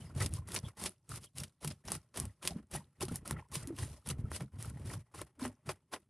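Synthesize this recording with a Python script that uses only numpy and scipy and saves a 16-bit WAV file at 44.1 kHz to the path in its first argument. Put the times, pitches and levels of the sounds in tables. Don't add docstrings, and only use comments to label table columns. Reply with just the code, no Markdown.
import sys
import numpy as np
from scipy import signal
from scipy.io import wavfile
from scipy.ndimage import uniform_filter1d

SR = 44100
rng = np.random.default_rng(int(sys.argv[2]) if len(sys.argv) > 2 else 0)


def volts_from_db(level):
    exponent = np.asarray(level, float) / 20
    return 10 ** exponent


def wav_out(sig):
    wavfile.write(sys.argv[1], SR, np.round(np.clip(np.atleast_2d(sig).T, -1, 1) * 32767).astype(np.int16))


N = 268789

# teeth bite in seconds, build-up in seconds,
# let-go in seconds, pressure at the bite in dB, top pressure in dB.
STROKES = [(0, 0.071, 0.11, -65.5, -66), (.09, 0.042, .05, -78, -79), (.152, 0.086, 0.061, -63.5, -43),
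           (.31, 0.043, 0.065, -63, -51.5), (0.476, .095, 0.037, -58, -45), (.63, 0.059, 0.045, -67.5, -63),
           (0.771, 0.089, 0.038, -59.5, -40), (1.095, 0.075, 0.033, -53, -50.5),
           (1.21, 0.033, 0.05, -67.5, -58.5), (1.358, 0.044, 0.06, -57.5, -45.5),
           (1.611, 0.043, .12, -65, -50.5), (1.855, 0.096, 0.043, -60, -46),
           (2.143, 0.034, 0.12, -63.5, -45), (2.425, 0.047, 0.083, -54, -45.5),
           (2.55, 0.019, 0.068, -71, -69.5), (2.714, .043, 0.047, -56, -43.5),
           (3.007, 0.024, 0.047, -53, -42), (3.082, 0.082, 0.036, -65.5, -54),
           (3.256, 0.061, .042, -57, -52.5), (3.37, .012, 0.16, -72, -71.5),
           (3.52, 0.032, 0.12, -57, -44.5), (3.665, 0.0093, 0.067, -82, -66),
           (3.724, 0.0414, .04, -75, -64.5), (3.774, 0.032, 0.22, -60.5, -49.5),
           (3.92, 0.022, 0.019, -84, -71), (4.062, 0.046, 0.031, -54.5, -43.5),
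           (4.18, .024, .036, -76, -66.5), (4.23, .06, .05, -82, -77), (4.305, 0.055, 0.037, -58, -43),
           (4.4, 0.011, .08, -60, -62.5), (4.53, 0.043, 0.048, -82, -74.5),
           (4.586, 0.036, 0.14, -59.5, -53), (4.655, 0.042, .03, -62.5, -61.5),
           (4.719, 0.14, 0.044, -75, -69.5), (4.852, 0.087, .06, -58.5, -54.5),
           (4.99, 0.021, 0.034, -72, -73), (5.147, 0.073, .04, -56.5, -58),
           (5.265, 0.031, 0.068, -71.5, -83), (5.396, 0.055, 0.062, -62, -50),
           (5.662, 0.051, 0.038, -60.5, -51.5), (5.918, 0.025, 0.03, -61, -48)]
# time in seconds, flesh against teeth in dB.
SOFTNESS = [(0, -2.5), (.22, 0.5), (.35, -11), (.55, -1), (.68, 2.5), (.85, -3.5), (1.15, -4.5),
            (1.25, -10.5), (1.4, -5.5), (1.7, -2), (2.2, -0.5), (2.45, -2), (2.75, -0.5), (3.02, 0),
            (3.15, -6), (3.3, 1), (3.38, 13.5), (3.55, -9), (3.63, 4), (3.82, -3.5), (4.1, -2.5),
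            (4.33, -4), (4.6, -2), (4.9, 0.5), (5.2, 2), (5.45, 3.5), (5.7, 4.5), (6.09, -1.5)]
# frequency in Hz, relative density in dB per Hz.
TEETH_COLOUR = [(1060, -28.5), (1800, -10.5), (2360, -6.5), (3160, -4.5), (4040, -6), (4870, -5),
                (7270, -7.5), (9870, 1), (12600, -14), (13300, -20), (13800, -44)]
# frequency in Hz, relative density in dB per Hz.
FLESH_COLOUR = [(180, -20.5), (300, -1), (549, -5), (606, -5.5), (676, -7.5), (1060, -7.5), (1700, -11.5),
                (1870, -12), (2350, -13.5), (3200, -18), (4160, -43.5), (7040, -120)]
BELLY_HZ = [372.5, 604, 850, 1055, 1340, 1933]
# time in seconds, spray in dB, tick above the spray in dB,
# tilt toward the top in dB, fleshy part in dB.
SNAPS = [(.2058, -39.5, 12.5, -5, -60), (0.2618, -36.5, 21, 0.5, -56), (.3382, -50.5, 18.5, 29, -58),
         (0.4876, -50.5, 15, 9, -50.5), (.5195, -46.5, 21, 14, -64), (0.5447, -39, 18, 13, -47),
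         (0.55, -37.5, 19, 10, -48), (0.5624, -35.5, 14.5, -11, -47.5), (.8393, -41, 23.5, 9, -58.5),
         (.8595, -36, 15, -10.5, -47.5), (1.0922, -48.5, 4, 22, -69), (1.1592, -49.5, 15, 20, -59),
         (1.3837, -41, 21, 7, -69), (1.4354, -42, 16.5, -5, -57.5), (1.6465, -37.5, 15, 3, -42.5),
         (1.6758, -36, 7, 0.5, -57), (1.703, -52.5, 10, -14, -67), (1.7103, -50.5, 9, -11.5, -60.5),
         (1.883, -53, 14, -8, -46.5), (1.919, -29, 8, 16, -38.5), (1.9518, -42, 15, 9, -48),
         (2.1426, -61.5, 18, -11, -57.5), (2.1609, -51.5, 21, -10, -54.5), (2.1734, -38, 14, 7, -43.5),
         (2.2002, -38.5, 18, 23, -48), (2.2539, -48, 18.5, 6, -57), (2.4279, -51, 22, -7, -54),
         (2.452, -42.5, 19, -1, -48), (2.4753, -29.5, 21.5, 0, -46.5), (2.714, -50, 12, 12, -65),
         (3.0083, -47.5, 15, 7, -62), (3.026, -40, 5.5, 21, -48), (3.083, -47, 11, -5, -49.5),
         (3.158, -36, 4.5, 22, -70), (3.277, -39.5, 8, 15, -45), (3.3097, -34, 15.5, 12, -37),
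         (3.5167, -54, 12, 14, -54.5), (3.5547, -36.5, 17.5, -2, -45), (3.6734, -43.5, 11.5, 22.5, -62),
         (3.7867, -43.5, -3, -4, -48), (4.0614, -58, 15, -5.5, -56), (4.0889, -36, 15, 6, -58),
         (4.3167, -51, 16.5, 16, -40.5), (4.4065, -52, 14, -4.5, -45.5), (4.626, -41.5, 5, 16, -53),
         (4.6563, -54, 18, 17, -59), (4.699, -53.5, 12, 10, -64), (5.215, -47.5, 0, 0, -42.5),
         (5.3965, -73, 19, -8, -58.5), (5.452, -50, 17, -5.5, -38.5), (5.478, -51.5, 12, 4, -54),
         (5.6911, -41, 8.5, -9.5, -35), (5.9359, -48, 13, -16, -39), (5.961, -57.5, 10, -5, -49)]
# start in seconds, middle pitch in Hz,
# length in seconds, level before the fades in dB.
SQUEAKS = [(0.004, 3070, 0.027, -65), (0.04, 5000, 0.074, -73), (1.257, 3170, 0.031, -69.5),
           (0.638, 3360, 0.044, -58), (2.504, 752, 0.025, -50.5), (2.801, 950, 0.022, -60),
           (3.09, 1320, 0.014, -53.5), (3.362, 1340, 0.013, -51.5), (3.421, 950, .01, -59),
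           (3.362, 1930, 0.011, -54), (3.45, 960, 0.021, -68), (4.244, 1310, 0.029, -64.5)]
# start in seconds, length in seconds,
# level of the push in dB, pitch of the pressed spot in Hz.
DRAGS = [(0, 0.16, -48, 103), (0.15, .06, -41, 104), (0.233, .02, -33, 123), (0.266, 0.12, -43, 104),
         (0.397, 0.081, -50.5, 90), (.5, 0.075, -42.5, 152), (0.64, 0.022, -44, 104),
         (0.781, .085, -47.5, 168), (1.101, 0.086, -48, 115), (1.187, 0.063, -58, 117),
         (1.364, 0.064, -49, 130), (1.42, 0.036, -54.5, 120), (1.645, 0.071, -42.5, 143),
         (1.866, 0.1, -45.5, 141), (2.16, 0.056, -46, 180), (2.207, 0.053, -42.5, 102),
         (2.44, 0.093, -45, 157), (2.563, 0.021, -39.5, 219), (2.729, 0.046, -43.5, 168),
         (2.83, 0.051, -64.5, 110), (3.007, 0.093, -45, 131), (3.114, 0.014, -37.5, 135),
         (3.151, .08, -50.5, 102), (3.264, 0.076, -43, 143), (3.35, 0.03, -41, 131),
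         (3.511, .15, -47.5, 113), (3.683, 0.049, -45.5, 293), (3.785, .07, -43, 91),
         (3.88, 0.072, -51.5, 82), (4.068, 0.068, -43, 139), (4.144, 0.19, -47, 100),
         (4.302, 0.041, -42, 85), (4.412, 0.019, -40.5, 146), (4.537, 0.12, -49, 99.5),
         (4.672, 0.095, -48, 110), (4.792, 0.14, -44.5, 102), (4.953, .03, -46, 116),
         (5.156, 0.075, -51.5, 101), (5.392, 0.033, -49.5, 232), (5.429, 0.056, -44, 245),
         (5.668, 0.05, -49.5, 140), (5.93, 0.013, -48, 394)]
# frequency in Hz, width in Hz, relative level in dB.
DECK_MODES = [(69.1, 26, 0), (95.4, 28.2, 3), (135, 31.4, -3), (200, 21.9, -4.5), (248, 72, -13.5),
              (348, 51, -24.5)]
# start in seconds, level before the soft onset in dB,
# settled pitch of the ring in Hz, time to fall 60 dB in seconds.
THUMPS = [(0.043, -42, 150, 0.12), (0.225, -28, 112, 0.13), (0.332, -32, 104, 0.1), (0.535, -39, 112, 0.17),
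          (0.639, -24, 114, 0.035), (1.133, -36.5, 114, 0.14), (1.38, -40, 135, 0.19),
          (1.648, -33.5, 145, 0.23), (1.905, -42.5, 194, 0.1), (2.5608, -23.5, 181, 0.039),
          (2.756, -33, 145, 0.13), (3.016, -40, 123, 0.2), (3.118, -26.5, 88, 0.073),
          (3.324, -27.5, 129, 0.074), (3.566, -28.5, 135, 0.083), (3.674, -37, 271, 0.13),
          (3.705, -28, 318, 0.058), (3.726, -37, 317, 0.056), (3.786, -35, 88, 0.1),
          (4.116, -31.5, 103, 0.062), (4.191, -20, 110, 0.047), (4.242, -17, 88, 0.039),
          (4.412, -33, 137, 0.093), (4.588, -34, 110, 0.13), (4.971, -37, 116.6, 0.15),
          (5.421, -29.5, 252, 0.13), (5.455, -33.5, 244.8, 0.14), (5.676, -36, 139, 0.089)]
# frequency in Hz, relative density in dB per Hz.
AIR_COLOUR = [(24, -31), (40, 6.5), (123, 20.5), (715, -15.5), (891, -19), (1680, -42), (6140, -30),
              (10000, -38), (12800, -45.5), (13800, -54.5)]

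DECK_REST_DB, DECK_REST_HZ = -81.5, 110


def rasp():
    shared = grit(per_s=200, spread_db=3.0, t60=0.088, smooth=0.38)
    press = pressure()
    teeth = per_sample(press, rest_db=-93) * shared * rng.standard_normal(N)
    flesh = flesh_gain(press) * shared * rng.standard_normal(N)
    rings, zings = np.zeros((2, N))
    for hz in BELLY_HZ:
        catches = grit(per_s=36, spread_db=5.0, t60=0.043, smooth=0.016)
        rings += mode(flesh * catches, hz, 0.1 * hz)
    for hz in np.geomspace(2800, 11000, num=5):
        catches = grit(per_s=36, spread_db=7.0, t60=0.011, smooth=0.004)
        zings += mode(teeth * catches, hz, 0.18 * hz)
    bright = coloured(volts_from_db(-0.5) * teeth + volts_from_db(-6.0) * zings, TEETH_COLOUR)
    dull = coloured(volts_from_db(-4.0) * flesh + volts_from_db(-0.5) * rings, FLESH_COLOUR)
    return bright + dull


def pressure():
    creep_db_per_s, bite_s, bite_rise_db = 331.5, 0.009, 24
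    let_go_db, slide_db_per_s = 27, 214
    bite, build, let_go, bite_db, top_db = np.transpose(STROKES)
    top = bite + build
    end = top + let_go
    light_db = bite_db - bite_rise_db
    end_db = top_db - let_go_db
    times = [bite - bite_s - 1, bite - bite_s, bite, top, end, end + 1]
    levels = [light_db - creep_db_per_s, light_db, bite_db, top_db, end_db, end_db - slide_db_per_s]
    return powers(np.transpose(levels), np.transpose(times)).sum(0)


def flesh_gain(press):
    soft_db = np.interp(np.arange(len(press)) / 1000, *np.transpose(SOFTNESS))
    full = volts_from_db(2 * -48)
    followed = full * (press / full) ** 0.86 * volts_from_db(2 * soft_db)
    rub = volts_from_db(2 * -21) * drags()[0]
    return per_sample(followed + rub, rest_db=-92)


def snaps():
    low, top, dull = np.zeros((3, N + 4000))
    t = np.arange(-100, 3900) / SR
    noise = rng.standard_normal((len(SNAPS), 2, len(t)))
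    for (s, db, tick_db, tilt_db, flesh_db), (scale_noise, flesh_noise) in zip(SNAPS, noise):
        t60 = np.clip(0.029 * np.exp(-0.1 * tilt_db), .004, .06)
        spray = volts_from_db(-60 * np.maximum(t, -14 * t) / t60)
        spray = spray + volts_from_db(-17.5 - 60 * t / 0.077) * (t > 0)
        tick = volts_from_db(tick_db) * (t == 0)
        start = round((s + t[0]) * SR)
        at = slice(start, start + len(t))
        low[at] += volts_from_db(db - tilt_db / 2) * spray * (scale_noise - tick)
        top[at] += volts_from_db(db + tilt_db / 2) * spray * (scale_noise - tick)
        dull[at] += volts_from_db(flesh_db) * spray * (flesh_noise - tick)
    split = signal.butter(N=2, Wn=6000, fs=SR)
    bright = top + signal.filtfilt(*split, low - top)
    knock = sum(mode(dull, hz, 0.1 * hz) for hz in BELLY_HZ)
    return coloured(bright[:N], TEETH_COLOUR) + coloured(dull[:N] + volts_from_db(-4) * knock[:N], FLESH_COLOUR)


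def squeaks():
    out = np.zeros(N + SR)
    for s, hz, length, db in SQUEAKS:
        noise = rng.standard_normal(round(min(length, .09) * SR))
        sag = hz * np.linspace(1.02, .98, len(noise))
        tone = resonate(resonate(noise, sag, 0.087 * hz), sag, .12 * hz)
        fades = signal.windows.tukey(len(noise), .6)
        out[round(s * SR):][:len(noise)] += volts_from_db(db) * evened(tone) * fades
    return out[:N]


def shudder():
    lumps = grit(per_s=60, spread_db=-1.9, t60=0.038, smooth=0.52) * rng.standard_normal(N)
    power, hz = drags()
    push = per_sample(power, DECK_REST_DB) * lumps
    pressed = resonate(resonate(push, hz, 53.4), hz, 98)
    deck = planks(planks(push * (DECK_REST_HZ / hz) ** 0.3))
    return volts_from_db(19.5) * pressed + volts_from_db(12.5) * deck


def drags():
    s, length, db, hz = np.transpose(DRAGS)
    in_db_per_s, out_db_per_s = 799, 422.5
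    times = [s - 1, s, s + length, s + length + 1]
    levels = [db - in_db_per_s, db, db, db - out_db_per_s]
    power = powers(np.transpose(levels), np.transpose(times))
    rest = volts_from_db(2 * DECK_REST_DB)
    pitch = (hz @ power + DECK_REST_HZ * rest) / (power.sum(0) + rest)
    return power.sum(0), np.interp(np.arange(N) * 1000 / SR, np.arange(len(pitch)), pitch)


def planks(push):
    return sum(volts_from_db(db) * mode(push, hz, width) for hz, width, db in DECK_MODES)


def thumps():
    blows, t = np.zeros(N + SR), np.arange(SR // 2) / SR
    for s, db, hz, t60 in THUMPS:
        turns = hz * t + 0.1 * (1 - np.exp(-.8 * hz * t))
        ring = np.sin(2 * np.pi * turns) * volts_from_db(db - 60 * t / np.clip(t60, .02, .4))
        blows[round(s * SR):][:len(t)] -= ring * (1 - np.exp(-2.5 * t * hz))
    return blows[:N]


def open_air():
    return volts_from_db(-76.5) * coloured(rng.standard_normal(N), AIR_COLOUR)


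def grit(per_s, spread_db, t60, smooth):
    sizes = volts_from_db(spread_db * np.minimum(rng.exponential(1, N), 4))
    sizes = sizes * (rng.random(N) < per_s / SR)
    power = signal.lfilter([1], [1, -volts_from_db(-120 / (t60 * SR))], sizes ** 2)
    power = smooth + power / power.mean()
    return np.sqrt(power / power.mean())


def powers(rows_db, times_s):
    t = np.arange(N * 1000 // SR + 2) / 1000
    return np.array([volts_from_db(2 * np.interp(t, s, db)) for s, db in zip(times_s, rows_db)])


def per_sample(power, rest_db):
    gain = np.sqrt(power + volts_from_db(2 * rest_db))
    return np.interp(np.arange(N) * 1000 / SR, np.arange(len(power)), gain)


def mode(x, hz, width):
    r = np.exp(-np.pi * width / SR)
    return 2 * signal.lfilter([1 - r], [1, -r * np.exp(2j * np.pi * hz / SR)], x).real


def resonate(x, hz, width):
    turn = np.exp(2j * np.pi * np.cumsum(hz * np.ones(len(x))) / SR)
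    r = np.exp(-np.pi * width / SR)
    return 2 * (turn * signal.lfilter([1 - r], [1, -r], x / turn)).real


def coloured(x, points):
    f, db = np.transpose(points)
    hz = abs(np.fft.fftfreq(4096, 1 / SR))
    log_gain = np.log(volts_from_db(np.interp(np.log(hz + 1), np.log(f + 1), db)) + 1e-5)
    taps = np.fft.ifft(np.exp(np.conj(signal.hilbert(log_gain)))).real[:2048]
    return signal.oaconvolve(x, taps / np.linalg.norm(taps))[:N]


def evened(x):
    return x / np.sqrt(np.mean(x ** 2) + 1e-20)


def scene():
    mix = rasp() + snaps() + squeaks() + shudder() + thumps() + open_air()
    return np.tile(mix, (2, 1))


def low_pass(x):
    return signal.sosfilt(signal.butter(12, 13910, fs=SR, output="sos"), x)


def record(dry):
    edge_hz, spread_hz = 13560, 4100
    mid = signal.sosfiltfilt(signal.butter(N=10, Wn=edge_hz, fs=SR, output="sos"), dry[0])
    hz, _, z = signal.stft(mid, SR, nperseg=256)
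    treble = uniform_filter1d((abs(z[hz > spread_hz]) ** 2).sum(0), size=4)
    treble_db = 10 * np.log10(treble + 1e-14)
    rising = (np.roll(treble_db, -4) - treble_db > 6.5) * 1.
    wide = uniform_filter1d(rising, size=12) < .2
    patches = rng.random((len(hz) // 12 + 1, z.shape[1] // 16 + 1)) < .8
    wide = wide * np.kron(patches, np.ones((12, 16)))[:len(hz), :z.shape[1]]
    scrambled = wide * z * np.exp(2j * np.pi * rng.random(z.shape))
    side = signal.istft(scrambled, nperseg=256)[1][:N]
    high = signal.butter(N=12, Wn=spread_hz, btype="high", fs=SR, output="sos")
    side = signal.sosfiltfilt(high, side)
    return low_pass(np.array([mid + side, mid - side]))


dry = scene()
out = record(dry)
wav_out(out)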